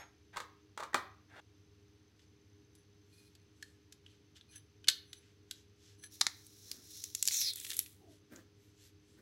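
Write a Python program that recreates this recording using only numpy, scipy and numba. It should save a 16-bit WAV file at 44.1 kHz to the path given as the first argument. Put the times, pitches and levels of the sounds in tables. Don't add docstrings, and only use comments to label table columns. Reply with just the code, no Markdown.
import sys
import numpy as np
from scipy import signal
from scipy.fft import rfft, irfft
from scipy.io import wavfile
from scipy.ndimage import uniform_filter1d
from numba import njit

SR = 44100
rng = np.random.default_rng(int(sys.argv[2]) if len(sys.argv) > 2 else 0)


def master_out(mix):
    frames = np.transpose(np.atleast_2d(mix))
    ceiling = np.clip(frames, -1, 1)
    pcm = np.round(ceiling * 32767).astype(np.int16)
    wavfile.write(sys.argv[1], SR, pcm)


N = 406161
TIME = np.arange(N) / SR


def amp(db):
    return 10 ** (np.asarray(db) / 20)


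def unit(x):
    return x / np.sqrt(np.mean(x ** 2) + 1e-20)


def read(points, hz):
    f, value = np.transpose(points)
    return np.interp(np.log(hz + 1), np.log(f + 1), value)


def add(mix, s, sound):
    start = round(s * SR)
    sound = sound[max(-start, 0):]
    part = mix[max(start, 0):][:len(sound)]
    part += sound[:len(part)]


def colour(x, spectrum, hz=1000, bump_db=0, tilt_db=0):
    f = abs(np.fft.fftfreq(len(x), 1 / SR))
    octaves = np.log2((f + 1) / hz)
    db = read(spectrum, f) + bump_db * np.exp(-(octaves / .24) ** 2) + tilt_db * np.clip(octaves, -2, 2)
    minimum_phase = np.exp(np.conj(signal.hilbert(np.log(amp(db)))))
    return np.fft.ifft(np.fft.fft(x) * minimum_phase).real


@njit
def smooth(x, memory):
    y = x.copy()
    for i in range(1, len(x)):
        y[i] = memory[i] * y[i - 1] + (1 - memory[i]) * x[i]
    return y


def resonate(x, hz, width):
    carrier = np.exp(2j * np.pi * np.cumsum(hz * np.ones(N)) / SR)
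    memory = np.exp(-np.pi * abs(width) * np.ones(N) / SR)
    band = carrier * smooth(smooth(x / carrier, memory), memory)
    return unit(band.real / np.sqrt(1 - memory))


def drift(rate_hz):
    rolloff = np.exp(-np.fft.rfftfreq(N, 1 / SR) / rate_hz)
    return unit(irfft(rfft(rng.standard_normal(N)) * rolloff, N))


def grains(per_s, spread_db):
    size = amp(spread_db * np.minimum(rng.exponential(1, N), 4))
    return unit(size * rng.choice([-1, 1], N) * (rng.random(N) < per_s / SR))


def swells(rows, edge=2):
    return sum(amp(db) * np.exp(-abs(2 * (TIME - s) / length) ** edge) for s, length, db in rows)


def held(start, end, attack_s, fade_db_per_s):
    return np.clip((TIME - start) / attack_s, 0, 1) * amp(-fade_db_per_s * np.clip(TIME - end, 0, 2))


def ring(modes):
    t = TIME[:SR // 2]
    return sum(amp(db - 60 * t / t60) * np.sin(2 * np.pi * hz * t) for hz, db, t60 in modes)


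def burst(rattle_s):
    t = TIME[:SR // 10]
    spectrum = rfft(rng.standard_normal(len(t)) * np.exp(-t / rattle_s))
    spectrum /= np.sqrt(uniform_filter1d(abs(spectrum) ** 2, size=70) + 1e-12)
    delay = np.exp(-2j * np.pi * np.fft.rfftfreq(len(t), 1 / SR) * .001)
    return irfft(spectrum * delay, len(t))


def blows(rows, spectrum, rattle_s, modes=(), ring_db=0):
    out = np.zeros(N)
    mean_db = np.mean(rows, axis=0)[1]
    for s, db, hz, bump_db, tilt_db in rows:
        spray = burst(rattle_s * 2 ** ((mean_db - db) / 26))
        hit = colour(spray, spectrum, hz, bump_db, tilt_db)[:SR // 20]
        peak = 2 * np.sqrt(uniform_filter1d(hit ** 2, size=44).max())
        add(out, s - .0005, amp(db) * hit / peak)
        if len(modes):
            add(out, s + .001 + rng.random() / 1000, amp(db + ring_db) * ring(modes))
    return out


# f/Hz, gain/dB
AIR_COLOUR = [(15, -58.5), (25, -36), (102, -1), (123, -11), (270, -15.5), (309, -9.5), (373, -23.5),
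              (405, -14), (575, -31), (2690, -30), (5430, -31.5), (6050, -37.5), (8590, -46.5),
              (10100, -45.5), (16000, -55.5)]
# f/Hz, level/dB
HUM_TONES = [(76, -78), (99, -72.5), (305.5, -75.5), (407, -75.5)]


def kitchen():
    air = amp(-67.5) * unit(colour(rng.standard_normal(N), AIR_COLOUR))
    hum = np.zeros(N)
    for hz, db in HUM_TONES:
        tone = np.sin(2 * np.pi * hz * TIME + .5 * drift(2.3))
        hum += amp(db) * unit(tone * (1 + .21 * drift(4.01)))
    mains = (1 + np.cos(2 * np.pi * 60 * TIME)) / 2
    noise = rng.standard_normal(N)
    whine = amp(-78.5) * resonate(noise, 6150, 260) + amp(-93.5) * resonate(noise, 12300, 400)
    return air + hum + mains * whine


# f/Hz, t60/s
ROOM_DECAY = [(150, 0.43), (1000, 0.42), (4000, 0.37), (8000, 0.2), (15000, 0.37)]


def in_room(direct, reverb_db):
    hz, t, bands = signal.stft(rng.standard_normal(SR), SR, nperseg=256)
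    decay = amp(-60 * t / read(ROOM_DECAY, hz)[:, None])
    tail = signal.istft(bands * decay, SR, nperseg=256)[1][:SR]
    onset = 1 - np.exp(-TIME[:SR] / .0037)
    tail *= onset * (1 + 1.8 * np.exp(-TIME[:SR] / .014))
    return direct + amp(reverb_db) * signal.fftconvolve(direct, tail / np.linalg.norm(tail))[:N]


# t/s, level/dB, f/Hz, bump/dB, tilt/(dB per octave)
KNOCK_HITS = [(.3605, -36, 944, 13, 1.5), (.3695, -26, 1016, 12, 3.2), (.377, -34, 1070, 10.5, 2),
              (.4018, -31, 1150, 5, 2.5), (.7752, -30, 1147, 14, 2.4), (.797, -36, 599, 11.5, -1.3),
              (.803, -33, 1100, 8.5, 1.5), (.8255, -29.5, 1127, 13.5, -2), (.8335, -34, 1260, 5, 2),
              (.931, -35, 1790, 14, -1), (.9438, -14.5, 1173, 3.5, .5), (.949, -27, 992, 10, -2.3)]
# t/s, length/s, level/dB
SLIDE_STROKES = [(0.0, 0.088, -54.5), (.345, 0.026, -55.5), (.372, 0.02, -46), (1.31, 0.034, -73),
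                 (1.385, .11, -56)]
# f/Hz, gain/dB
KNOCK_COLOUR = [(100, -37), (220, -15), (330, -9.5), (600, -8), (1080, -6), (1600, -8), (2300, -13),
                (2800, -23), (3700, -17.5), (5200, -24), (7500, -22.5), (10000, -32.5), (16000, -41)]
SLIDE_COLOUR = [(150, -14), (450, -15), (700, -2), (1100, -8.5), (1600, -2.5), (2250, -5.5), (2900, -16.5),
                (3600, -13), (4500, -21.5), (9000, -31.5), (16000, -43)]
# f/Hz, gain/dB, t60/s
BOARD_MODES = [(888, -2.5, .05), (951, -15, .045), (1104, -1.5, 0.056), (1227, -5.5, 0.0498),
               (1580, -11, .06), (2200, -12.5, .08), (4120, -22, .15)]
UTENSIL_MODES = [(5340, -4.5, 0.28), (6562, -1.5, 0.19), (6885, -17, 0.28), (10400, -24, 0.49),
                 (11600, -11, 0.15)]


def counter(end_s=1.405):
    direct = blows(KNOCK_HITS, KNOCK_COLOUR, rattle_s=.0038, modes=BOARD_MODES, ring_db=-24)
    direct += swells(SLIDE_STROKES) * unit(colour(grains(6000, 2.4), SLIDE_COLOUR))
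    add(direct, 0, amp(-56.5) * ring(UTENSIL_MODES))
    return in_room(direct, reverb_db=-4) * np.clip((end_s - TIME) / .0051, 0, 1)


# t/s, length/s, level/dB
GRIP_SHIFTS = [(6.75, 0.19, -66.5), (8.33, 0.035, -54.5), (8.38, 0.072, -58.5), (9.19, 0.04, -64.5)]
# t/s, length/s, level/dB, f/Hz
FINGER_RUBS = [(2.22, .08, -75, 5000), (3.2, .22, -74, 12000), (3.654, 0.18, -74, 9050),
               (4.11, 0.12, -73, 3100), (4.37, 0.029, -59, 3280), (4.551, 0.055, -62.5, 3110),
               (5.25, 0.18, -73.5, 2250), (5.566, 0.13, -68.5, 6000), (5.874, 0.15, -66.5, 5800),
               (8.13, 0.1, -71, 10000), (8.368, 0.12, -72, 6900), (8.653, 0.15, -76, 12940),
               (8.812, 0.085, -68, 6800), (8.861, 0.068, -67, 12500), (9.12, .15, -75, 9000)]
# f/Hz, gain/dB
GRIP_COLOUR = [(100, -13.5), (280, 8.5), (500, -2.5), (900, -15.5), (1700, -5), (2600, -20.5),
               (6000, -24.5)]
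METAL_COLOUR = [(80, -52), (200, -34.5), (600, -32.5), (1000, -31.5), (1600, -8), (2200, -12), (3200, -5),
                (4400, -6), (6000, -8.5), (7800, -9.5), (9200, -19.5), (11000, -15), (13000, -21.5),
                (16000, -37)]


def hands():
    direct = swells(GRIP_SHIFTS) * unit(colour(grains(2500, 2.6), GRIP_COLOUR))
    slips = grains(4000, 1.2)
    for s, length, db, hz in FINGER_RUBS:
        span = abs(TIME - s) < 2 * length
        stroke = np.exp(-(2 * (TIME[span] - s) / length) ** 2)
        rub = colour(slips[span], METAL_COLOUR, hz, bump_db=4.5, tilt_db=2.6 * np.log2(hz / 6000))
        direct[span] += amp(db) * stroke * unit(rub)
    return in_room(direct, reverb_db=-7.5)


# t/s, length/s, level/dB
HINGE_SCRAPES = [(2.79, .08, -77), (3.2, 0.14, -80), (4.54, .07, -66), (4.57, 0.032, -55.5),
                 (5.135, 0.15, -69.5), (6.01, 0.054, -66.5), (6.054, 0.043, -47.5)]
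PLUNGER_SQUEAKS = [(3.135, 0.029, -71), (3.19, 0.044, -69), (3.25, 0.077, -73.5), (3.42, 0.055, -78),
                   (4.12, 0.056, -80), (4.5, 0.037, -70.5)]
# f/Hz, width/Hz, gain/dB
HINGE_BANDS = [(1686, 100, -9), (3380, 3400, -5), (4100, 170, -10), (6065, 250, 3), (8160, 500, -5),
               (10080, 390, -2.5), (10900, 450, 0.5)]
PLUNGER_BANDS = [(2463, 71, 1), (4260, 350, 3.5), (4880, 200, -3), (5170, 100, -6), (8640, 300, -7),
                 (10850, 450, -3)]


def friction():
    out = np.zeros(N)
    for strokes, bands in (HINGE_SCRAPES, HINGE_BANDS), (PLUNGER_SQUEAKS, PLUNGER_BANDS):
        slips = grains(4000, 1.8) * amp(3.5 * drift(35))
        body = unit(sum(amp(db) * resonate(slips, hz, width) for hz, width, db in bands))
        grit = unit(colour(slips, FIZZ_COLOUR, hz=3970, tilt_db=5))
        out += swells(strokes, edge=3.2) * (body + amp(-11.5) * grit)
    return out


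# f/Hz, gain/dB, t60/s
PRESS_MODES = [(1590, 3.5, .07), (3145, -13, .25), (3356, -7.5, .28), (3700, 1.5, .11), (4260, -10.5, .3),
               (4931, 3, 0.056), (5480, -11.5, .15), (5785, -10.5, .2), (7080, -9, .11), (7960, -1, .065),
               (9340, -13, .08), (10650, -0.5, 0.1)]


def snap(at_s=4.8828, gap_s=.0014):
    contacts = [(at_s + k * gap_s, -10.5 - 3 * abs(k - 1.5), 4150, 6.5, .4) for k in range(6)]
    out = blows(contacts, METAL_COLOUR, rattle_s=.0021)
    add(out, at_s + gap_s, amp(-40) * ring(PRESS_MODES))
    return out


# t/s, level/dB, f/Hz, bump/dB, tilt/(dB per octave)
CLACK_HITS = [(2.1926, -58, 6000, 0, -6), (2.7514, -55, 10000, 6, 5), (3.3513, -51, 4440, 4, 1),
              (3.6254, -36, 1790, 20, 2), (3.9237, -44, 6060, 3, 2.5), (4.062, -44, 2990, 19, -4.5),
              (4.4104, -44.5, 3680, 16, -4), (4.8421, -43, 3038, 11, -3.5), (4.8728, -35, 3090, 4, -3.5),
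              (4.8986, -22, 3400, 4.5, 1), (5.1301, -35, 3680, 6, 0), (5.5104, -28, 3710, 7, 3),
              (6.0375, -41, 1644, 10, -2), (8.3593, -44, 6670, 12, 3.5)]
# f/Hz, gain/dB, t60/s
SEAT_MODES = [(1760, -8, 0.03), (4300, -4, 0.065)]


def press():
    direct = blows(CLACK_HITS, METAL_COLOUR, rattle_s=.0035, modes=PRESS_MODES, ring_db=-34.5)
    direct += snap() + friction()
    add(direct, 3.627, amp(-46) * ring(SEAT_MODES))
    return in_room(direct, reverb_db=-11.5)


def gurgle(middle_s=8.08, length_s=.12, sag_hz_per_s=1610):
    hz = 690 - sag_hz_per_s * np.clip(TIME - middle_s, -length_s, length_s)
    noise = rng.standard_normal(N)
    tones = resonate(noise, hz, 72) + amp(3) * resonate(noise, hz * .5048, 96)
    return swells([(middle_s, length_s, -66.5)]) * tones


# f/Hz, gain/dB
STEADY_TONES = [(4204, -61.5), (5071, -63), (5787, -60), (6433, -63), (7171, -62), (11434, -65),
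                (14309, -69.5)]


def with_steady_tones(flow):
    response = ring([(hz, db, .12) for hz, db in STEADY_TONES])
    return flow + amp(-21.5) * signal.fftconvolve(flow, response / np.linalg.norm(response))[:N]


# t/s, length/s, gain/dB
GRIP_PUSHES = [(6.14, 0.053, -62.5), (6.7, .13, -63), (6.99, 0.21, -57), (7.19, .06, -58),
               (7.295, 0.093, -46)]
# f/Hz, gain/dB
FIZZ_COLOUR = [(500, -17), (1100, -15), (2000, -4), (3600, -2.5), (5000, -2), (8500, 2), (10000, 0.5),
               (11500, 1), (13500, -5), (16000, -2.5)]
HOLES_COLOUR = [(1000, -3.5), (1900, 0), (2950, -3.5), (3500, 1.5), (4200, 1), (4650, -2.5), (5100, 0.5),
                (7200, 0.5), (7700, -1.5), (9600, -0.5), (11400, 2), (12300, -1.5), (15000, 1)]


def juice(gush_at_s=7.312, drain_s=.211, seep_hz=5540):
    seep = amp(-66.5) * held(6.1, gush_at_s, attack_s=.07, fade_db_per_s=99.5) + swells(GRIP_PUSHES)
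    gush = amp(-36.5) * held(gush_at_s, 7.492, attack_s=.016, fade_db_per_s=380.5)
    spray = swells([(7.395, .091, -42.5)])
    foam = amp(-51) * held(7.545, 7.78, attack_s=.035, fade_db_per_s=130)

    drained = np.clip((TIME - gush_at_s) / drain_s, 0, 1) ** 1.8
    gush_hz = np.interp(drained, [0, 1], [6330, 3610])
    gush_width = np.interp(drained, [0, 1], [2300, 600])

    spurts = drift(110)
    froth = unit(colour(grains(12000, 3.4), FIZZ_COLOUR, hz=4000, tilt_db=3.3))
    crackle = unit(colour(grains(520, 4.3), FIZZ_COLOUR))
    bubbles = colour(grains(12000, 1.7), FIZZ_COLOUR)
    overtone = resonate(bubbles, 2.15 * np.where(TIME < gush_at_s, seep_hz, gush_hz), 2400)
    fizz = froth + amp(-4) * crackle + amp(-8.5) * overtone
    fizz *= amp(-3.5) * seep + amp(-11.5) * gush + foam

    hiss = seep * resonate(bubbles, seep_hz, 2200)
    hiss += gush * resonate(bubbles, gush_hz, gush_width) + spray * overtone
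    hiss += amp(-10.5) * (seep + gush) * resonate(bubbles, 4320, 1200)
    hiss += amp(-19) * gush * resonate(bubbles, 2700, 600)
    hiss += amp(-8) * foam * resonate(bubbles, 3400, 1900)
    flow = amp(1.8 * spurts) * fizz + amp(.92 * spurts) * hiss
    return with_steady_tones(colour(flow, HOLES_COLOUR))


def foam_pops(count=9, start_s=7.58, end_s=7.87, spread_db=10, spread_octaves=.9):
    when, size, pitch = rng.random((count, 3)).T
    s = start_s + (end_s - start_s) * (np.arange(count) + when) / count
    db = -45 + spread_db * (size - .5)
    hz = 2500 * 2 ** (spread_octaves * (pitch - .5))
    return list(zip(s, db, hz))


# t/s, level/dB, f/Hz, bump/dB, tilt/(dB per octave)
CLOVE_CRACKS = [(6.2108, -14.5, 6640, -6, 4.3), (6.2139, -10.5, 1000, 7.5, 3), (6.2667, -13.5, 1940, 9, 1)]
# t/s, level/dB, f/Hz
JUICE_SPITS = [(6.466, -43.5, 9150), (6.7147, -24.5, 4740), (7.039, -25.5, 6500), (7.1493, -22, 6900),
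               (7.226, -14.5, 7600), (7.2533, -25.5, 7150), (7.2675, -29, 6700), (7.2752, -14, 7050),
               (7.284, -16, 4870), (7.309, -32, 2200), (7.4144, -21.5, 5200), (7.534, -31.5, 8700),
               (7.5578, -31.5, 13300), (7.5995, -33, 7500), (7.648, -31.5, 2700), (7.666, -38, 2100),
               (7.696, -42, 1900), (7.7034, -27.5, 3700), (7.714, -29.5, 3200), (7.7185, -34, 1850),
               (7.732, -32.5, 3350), (7.7667, -27.5, 11500), (7.7908, -14, 11300), (7.7985, -34.5, 3500)]
# f/Hz, gain/dB
CRACK_COLOUR = [(100, -35), (250, -14.5), (600, -16.5), (1100, -6), (2200, -8.5), (3000, -13.5),
                (3900, 1.5), (5200, -5.5), (6900, -5), (8800, -18.5), (10800, -16), (13000, -32),
                (16000, -36)]
SPIT_COLOUR = [(80, -48.5), (300, -16), (900, -18), (1800, -1), (3500, 4.5), (5500, 6), (7300, 4),
               (9500, -2.5), (11400, 4.5), (13500, -13), (16000, -11.5)]


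def garlic(bubble_bump_db=8.5):
    pockets = JUICE_SPITS + foam_pops()
    spits = [(s, db, hz, bubble_bump_db, 3.6 * np.log2(hz / 3300)) for s, db, hz in pockets]
    direct = juice() + blows(CLOVE_CRACKS, CRACK_COLOUR, rattle_s=.0016)
    direct += blows(spits, SPIT_COLOUR, rattle_s=.0022)
    return in_room(direct, reverb_db=-12.5)


def scene():
    return (counter() + press() + hands() + garlic() + gurgle() + kitchen())[None]


def record(dry):
    lowpass = signal.firwin(301, 16000, window=("kaiser", 9), fs=SR)
    return signal.oaconvolve(dry, lowpass[None], "same")


dry = scene()
out = record(dry)
master_out(out)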